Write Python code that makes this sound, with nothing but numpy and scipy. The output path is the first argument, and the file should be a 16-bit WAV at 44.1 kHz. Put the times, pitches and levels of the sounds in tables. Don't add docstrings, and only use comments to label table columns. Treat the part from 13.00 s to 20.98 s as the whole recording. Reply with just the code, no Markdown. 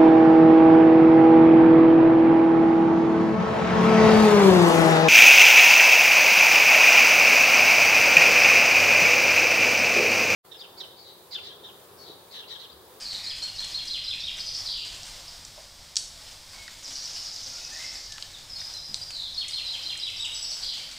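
import sys
import numpy as np
from scipy import signal
from scipy.fft import rfft, irfft, next_fast_len
from scipy.io import wavfile
from scipy.ndimage import uniform_filter1d

SR = 44100
rng = np.random.default_rng(int(sys.argv[2]) if len(sys.argv) > 2 else 0)


def generate_wav(signal):
    frames = np.transpose(np.atleast_2d(signal))
    scaled = np.clip(frames, -1, 1) * 32767
    pcm = np.round(scaled).astype(np.int16)
    wavfile.write(sys.argv[1], SR, pcm)


N = 351913


def amp(db):
    return 10 ** (np.asarray(db) / 20)


def unit_level(sound):
    return sound / np.sqrt(np.mean(sound ** 2) + 1e-20)


def at_pitch(table, hz):
    pitches, values = np.transpose(table)
    return np.interp(np.log(hz + 1), np.log(pitches + 1), values)


def gain_curve(table):
    return amp(np.interp(np.arange(N) / SR, *np.transpose(table)))


def add(mix, start_s, sound):
    part = mix[max(round(start_s * SR), 0):][:len(sound)]
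    part += sound[:len(part)]


def colour(sound, tone):
    size = next_fast_len(len(sound), True)
    gains = amp(at_pitch(tone, np.fft.rfftfreq(size, 1 / SR)))
    return irfft(rfft(sound, size) * gains, size)[:len(sound)]


def wander(t, fastest_hz):
    rates = fastest_hz * np.geomspace(1 / 10, 1, 10)[:, None]
    return np.sin(2 * np.pi * (rates * t + rng.random(rates.shape))).sum(0) / np.sqrt(10 / 2)


def background(hiss_db=-48, swell_db=1.5):
    # pitch_hz, gain_db
    hiss_tone = [(290, -41), (500, -5.8), (750, -5.5), (1000, -7), (1400, -9.5), (2200, -8.5), (2800, -9.5),
                 (3300, -4), (4300, -3), (5000, .8), (6300, -7.3), (8200, -9), (9500, -15), (12000, -21),
                 (15500, -21.5)]
    # pitch_hz, gain_db
    rumble_tone = [(20, -5), (32, 1.5), (50, -2.5), (90, -3.5), (150, -8.5), (220, -15), (330, -16.5),
                   (480, -21.5), (650, -34.5)]
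    # time_s, relative_db
    rumble_levels = [(0, -57), (1, -54.5), (2, -53.5), (2.6, -56.5), (4.8, -58), (5.9, -55), (7.98, -57.5)]
    t = np.arange(0, N / SR, 1 / 100)
    swell = gain_curve(np.transpose([t, swell_db * wander(t, 4.2)]))
    hiss = unit_level(colour(rng.standard_normal(N), hiss_tone))
    rumble = unit_level(colour(rng.standard_normal(N), rumble_tone))
    return hiss * amp(hiss_db) * swell + rumble * gain_curve(rumble_levels) * amp(3.5)


def wood_echo(sound, ring_scale, build_s, turns_per_s=.9, paths=3):
    # pitch_hz, ring_s
    ring_times = [(300, 2), (2000, 1.14), (4500, 1.18), (7000, 0.87), (12000, 1.28)]
    out = np.zeros(N)
    turn = 2 * np.pi * turns_per_s * np.arange(N) / SR
    for k in range(paths):
        echoes = rng.choice([-1., 1.], SR) * (rng.random(SR) < 5000 / SR)
        hz, t, bands = signal.stft(echoes, SR, nperseg=256)
        fade = amp(-60 * t / (ring_scale * at_pitch(ring_times, hz)[:, None]))
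        build = 1 - np.exp(-t / build_s)
        tail = signal.istft(bands * fade * build, SR, nperseg=256)[1]
        share = np.sqrt(2 / paths) * np.cos(turn + np.pi * k / paths)
        out += signal.fftconvolve(sound * share, tail / np.linalg.norm(tail))[:N]
    return out


def trunk_echoes(sound):
    # delay_s, gain_db
    echoes = [(0.01, -3), (0.026, -11), (0.043, -8), (.076, -34)]
    out = np.zeros(N)
    for delay_s, db in echoes:
        add(out, delay_s, amp(db) * sound)
    return out


def dry_leaves(ticks_per_s=35, spread_db=3):
    # time_s, relative_db
    rustle_levels = [(0, -49), (.7, -49.5), (2.1, -51), (2.6, -67), (3.6, -52.5), (4.3, -49), (5.1, -55),
                     (6, -55), (7.98, -46.5)]
    starts = rng.random(N) < ticks_per_s / SR
    sizes = amp(spread_db * np.minimum(rng.exponential(1, N), 3))
    fade = np.exp(-np.arange(500) / 110)
    ticks = signal.oaconvolve(starts * sizes, fade)[:N] * rng.standard_normal(N)
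    tone = [(300, .5), (1200, -1.5), (4000, 7.5), (7800, 4), (11000, -10.5), (15000, -14.5)]
    return unit_level(colour(ticks, tone)) * gain_curve(rustle_levels) * amp(-4)


def crack(start_s, db, pitch_hz, octaves, fade_s):
    t = np.arange(4096) / SR
    hz = np.fft.rfftfreq(len(t), 1 / SR) + 1
    burst = 1.2 * rng.standard_normal(len(t)) * np.exp(-t / fade_s)
    burst[0] += 2
    band = (1 + (np.log2(hz / pitch_hz) / octaves) ** 2 / 2) ** -2
    lead = len(t) // 8
    sound = irfft(rfft(np.roll(burst, lead)) * band)
    return start_s - lead / SR, amp(db) * sound / abs(sound).max()


def mud(width_octaves=.48, fade_cycles=8.9):
    # start_s, relative_db, pitch_hz
    smacks = [(1.387, -40.5, 2050), (2.579, -46, 636), (3.680, -37.5, 1900), (5.181, -42, 1280),
              (5.616, -41, 1930), (5.889, -46.5, 174), (6.955, -43, 2010)]
    out = np.zeros(N)
    for start_s, db, pitch_hz in smacks:
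        add(out, *crack(start_s, db, pitch_hz, width_octaves, fade_cycles / pitch_hz))
    return out


def twigs():
    # start_s, relative_db, pitch_hz, width_octaves, fade_s
    snaps = [(0.435, -34, 8150, 0.39, 0.0047), (0.645, -22.5, 4650, 1.7, 0.0033),
             (2.032, -33, 5200, 0.52, 0.0026), (2.068, -31.5, 6050, .8, 0.0014),
             (2.45, -30.5, 6400, 0.57, 0.0025), (2.9575, -18, 5800, 0.75, .0008),
             (2.9671, -10, 5600, 0.37, 0.00019), (2.9675, -13.5, 5300, 0.71, 0.0039),
             (2.9707, -8, 4600, 0.97, 0.00017), (2.971, -13, 5100, 0.32, 0.00039),
             (3.679, -31, 4700, 0.46, 0.0018), (5.122, -24, 4850, 0.78, 0.0033),
             (5.182, -27, 3000, 1.1, 0.0017), (5.225, -21.5, 4240, 0.45, 0.0017),
             (5.944, -13.5, 4580, 0.45, 0.00039), (6.106, -29, 3450, 1.74, 0.0042),
             (6.482, -24.5, 7900, 0.83, 0.0077), (6.975, -29.5, 7740, 0.6, .003),
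             (7.253, -29, 7200, 0.93, 0.0045)]
    out = np.zeros(N)
    for snap in snaps:
        add(out, *crack(*snap))
    return colour(out, [(100, -3.5), (8000, 4), (11000, -14), (15000, -25)])


def syrinx(t, hz, db, buzz_depth_hz=0, waver=.0056, buzz_rate_hz=125, jitter=.249, flutter_db=3):
    buzz = np.sin(2 * np.pi * (buzz_rate_hz * t + jitter * wander(t, 59.896)))
    pitch_hz = hz * (1 + waver * wander(t, 253)) + buzz_depth_hz * buzz
    phase = 2 * np.pi * np.cumsum(pitch_hz) / SR
    tone = np.sin(phase) + amp(-36) * np.sin(2 * phase)
    strength = amp(db + flutter_db * wander(t, 204.8))
    pulsing = 1 - .5 * np.tanh(buzz_depth_hz / 400) * np.roll(buzz, SR // 500)
    return strength * pulsing * tone * signal.windows.tukey(len(t), .15)


def sweep(start_s, shape, pitch_scale, db, **voice):
    times, pitches, levels = np.transpose(shape)
    t = np.arange(times[0], times[-1], 1 / SR)
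    hz = uniform_filter1d(pitch_scale * np.interp(t, times, pitches), size=130)
    return start_s + times[0], syrinx(t, hz, db + np.interp(t, times, levels), **voice)


def far_whistles(ends_db=-6):
    # start_s, length_s, first_hz, last_hz, relative_db, buzz_depth_hz
    calls = [(.18, 0.16, 2300, 2026, -50.5, 354), (.292, 0.027, 5130, 4700, -35, 30),
             (2.27, 0.033, 5180, 4930, -43.5, 402), (3.54, 0.13, 2230, 2156, -52, -11),
             (4.45, 0.52, 2543, 2620, -57.5, 92), (4.51, 0.092, 1377, 1437, -57, -4),
             (4.71, 0.074, 1742, 1995, -48, 30), (4.785, 0.092, 2044, 2144, -44, 70),
             (5.09, 0.083, 1800, 1690, -53, 25), (5.333, 0.025, 4120, 3430, -41.5, 36),
             (5.357, .026, 4140, 3270, -58, 120), (5.495, .06, 5300, 4930, -38, 141),
             (5.553, 0.028, 4500, 4150, -37.5, 148), (5.55, 0.14, 5080, 4950, -38.5, 140),
             (5.59, .022, 3990, 3510, -44, 60), (5.602, .012, 5230, 6200, -40, 150),
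             (5.731, 0.014, 4500, 6350, -42, 150), (5.738, .038, 4136, 4075, -34.5, 35),
             (5.765, 0.015, 4900, 5620, -40, 0), (5.778, .012, 3970, 3520, -43, 0),
             (5.72, 0.26, 5040, 4960, -44, 130), (5.852, 0.014, 4850, 5860, -37, 2),
             (6.008, 0.034, 4810, 4800, -34.5, 60), (6.024, 0.014, 4884, 5600, -35, 100),
             (6.64, 0.057, 4140, 3820, -33, 18), (6.83, 0.064, 329, 320, -59, -11),
             (7.185, 0.1, 7870, 7660, -45, 40), (7.32, 0.15, 7870, 7800, -42.5, 25),
             (7.49, 0.12, 7740, 7700, -48, 85)]
    out = np.zeros(N)
    for start_s, length_s, first_hz, last_hz, db, buzz_depth_hz in calls:
        t = np.arange(0, length_s, 1 / SR)
        progress = t / length_s
        hz = first_hz + (last_hz - first_hz) * progress
        swell_db = ends_db * (2 * progress - 1) ** 2
        add(out, start_s, syrinx(t, hz, db + swell_db, buzz_depth_hz, waver=.001, jitter=.304))
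    return out


def far_trill(rasp_hz=450, notes=13):
    # time_s, relative_db
    trill_levels = [(3.826, -34.5), (3.93, -34.5), (4.3, -35), (4.65, -38.5), (4.86, -36), (5.025, -41)]
    # time_s, pitch_hz, relative_db
    note = [(0, 7600, -19), (.008, 6750, -3), (.018, 5900, -2), (.025, 5250, 2), (.042, 5050, 2.5),
            (.051, 4300, -5), (.061, 3400, -12)]
    out = np.zeros(N)
    times, levels = np.transpose(trill_levels)
    for start_s in np.linspace(times[0], times[-1], notes):
        add(out, *sweep(start_s, note, 1, np.interp(start_s, times, levels), waver=.016))
    flutter = signal.lfilter(*signal.butter(2, rasp_hz, fs=SR), rng.standard_normal(N))
    return out * unit_level(flutter)


def finch_syllables():
    # start_s, arch_hz, arch_db, slur_db
    syllables = [(.236, 4320, -31, -32.5), (.396, 4344, -31, -37), (.559, 4273, -30, -34.5),
                 (0.719, 4270, -28, -32), (0.876, 4180, -28, -27), (1.043, 4090, -29, -27),
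                 (1.205, 3790, -32.5, -27.5), (6.345, 4333, -28.5, -28.5), (6.508, 4245, -28.5, -28.5),
                 (6.667, 4216, -31.5, -29), (6.831, 4135, -29.5, -27.5), (6.998, 3950, -29, -27.5),
                 (7.168, 3836, -29.5, -27)]
    # time_s, base_pitch_hz, relative_db
    flick = [(-.006, 6400, -20), (0, 5450, -7), (.005, 4950, -4), (.011, 4600, -9), (.02, 4900, -8),
             (.028, 4500, -16)]
    # time_s, pitch_ratio, relative_db
    arch = [(.021, .84, -11), (.028, .94, -1), (.037, 1.005, 3), (.047, 1, 0), (.056, .975, -4),
            (.065, .92, -9)]
    # time_s, pitch_hz, relative_db
    slur = [(.060, 3850, -6), (.070, 3500, -3), (.078, 3300, -2), (.086, 2950, -5), (.096, 2500, -13),
            (.112, 1900, -23)]
    out = np.zeros(N)
    for start_s, arch_hz, arch_db, slur_db in syllables:
        flick_db = -29 + .33 * (slur_db + 29)
        add(out, *sweep(start_s, flick, .99, flick_db, waver=.021))
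        add(out, *sweep(start_s, arch, arch_hz, arch_db, waver=.0071))
        add(out, *sweep(start_s, slur, 1, slur_db, buzz_depth_hz=197, waver=.031))
    return out


def finch_ending(start_s, db, hook_step_s=.078, step_db=1, flourish_delay_s=.131):
    # time_s, base_pitch_hz, relative_db
    hook_up = [(.004, 3900, -32), (.010, 5230, -11), (.017, 6500, -12)]
    hook_down = [(.02, 5890, -1), (.036, 4925, 0.5), (.055, 4750, -1.5)]
    # time_s, base_pitch_hz, relative_db
    high_side = [(0, 4200, -6), (.016, 4650, 1.5), (.05, 4550, 0), (.085, 4550, -2), (.115, 4450, -7),
                 (.16, 4400, -15)]
    low_side = [(0, 3770, -10), (0.052, 3850, -7), (.09, 3605, -5.5), (.125, 3348, -5.5),
                (.175, 2993, -12.5), (.21, 2500, -22), (.25, 2040, -30)]
    out = np.zeros(N)
    hook_times = start_s + hook_step_s * np.arange(3)
    for k, hook_s in enumerate(hook_times):
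        hook_db = db + step_db * (k - 1)
        add(out, *sweep(hook_s, hook_up, 1, hook_db))
        add(out, *sweep(hook_s, hook_down, .98, hook_db, buzz_depth_hz=440, waver=.015))
    for side in high_side, low_side:
        add(out, *sweep(hook_times[-1] + flourish_delay_s, side, .97, db,
                        buzz_depth_hz=413, waver=.023, buzz_rate_hz=150, jitter=.45))
    return out


def finch():
    # slide_s, slide_hz, slide_db, ending_s, ending_db
    songs = [(-.001, 5165, -28, 1.363, -31), (6.100, 4805, -27, 7.326, -32)]
    # time_s, pitch_ratio, relative_db
    slide = [(0, 1, -11.5), (0.068, 0.85, -7), (.13, .8, -6), (0.194, .75, -9.5)]
    out = finch_syllables()
    for slide_s, slide_hz, slide_db, ending_s, ending_db in songs:
        add(out, *sweep(slide_s, slide, slide_hz, slide_db, buzz_depth_hz=298, waver=.018))
        out += finch_ending(ending_s, ending_db)
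    return out


def scene():
    # pitch_hz, gain_db
    treetop_tone = [(2500, 2.5), (3400, .5), (4200, -1.5), (5400, 3.5), (7000, 2)]
    # pitch_hz, gain_db
    undergrowth_tone = [(1000, -3), (2200, -3), (3400, -4), (4800, -6), (6200, -5), (8000, -1), (11000, 4)]
    song, trill, whistles = finch(), far_trill(), far_whistles()
    snaps, smacks, leaves = twigs(), mud(), dry_leaves()
    scattered = colour(song, treetop_tone)
    near_leaves = wood_echo(scattered, ring_scale=.5, build_s=.012, turns_per_s=1.7)
    deep_wood = wood_echo(scattered, ring_scale=1.3, build_s=.04, turns_per_s=1.7)
    mono = amp(-2) * song + amp(-6.5) * trunk_echoes(song) + amp(-2) * near_leaves + amp(-5) * deep_wood
    mono += amp(-4) * trill + amp(1.5) * wood_echo(trill, ring_scale=.87, build_s=.016)
    mono += amp(.5) * whistles + amp(1) * wood_echo(whistles, ring_scale=.67, build_s=.0099)
    ground = colour(snaps, undergrowth_tone) + amp(-9) * smacks + amp(7) * leaves
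    mono += snaps + amp(6) * smacks + leaves + wood_echo(ground, ring_scale=.51, build_s=.00079)
    return np.array([mono + background()] * 2)


def record(dry, notch_width_hz=24, top_hz=15600):
    for hum_hz in 60 * np.arange(1, 9):
        dry = signal.lfilter(*signal.iirnotch(hum_hz, hum_hz / notch_width_hz, SR), dry)
    treble_cut = signal.firwin(511, top_hz, window=("kaiser", 9), fs=SR)
    return signal.oaconvolve(dry, treble_cut[None], "same")


dry = scene()
out = record(dry)
generate_wav(out)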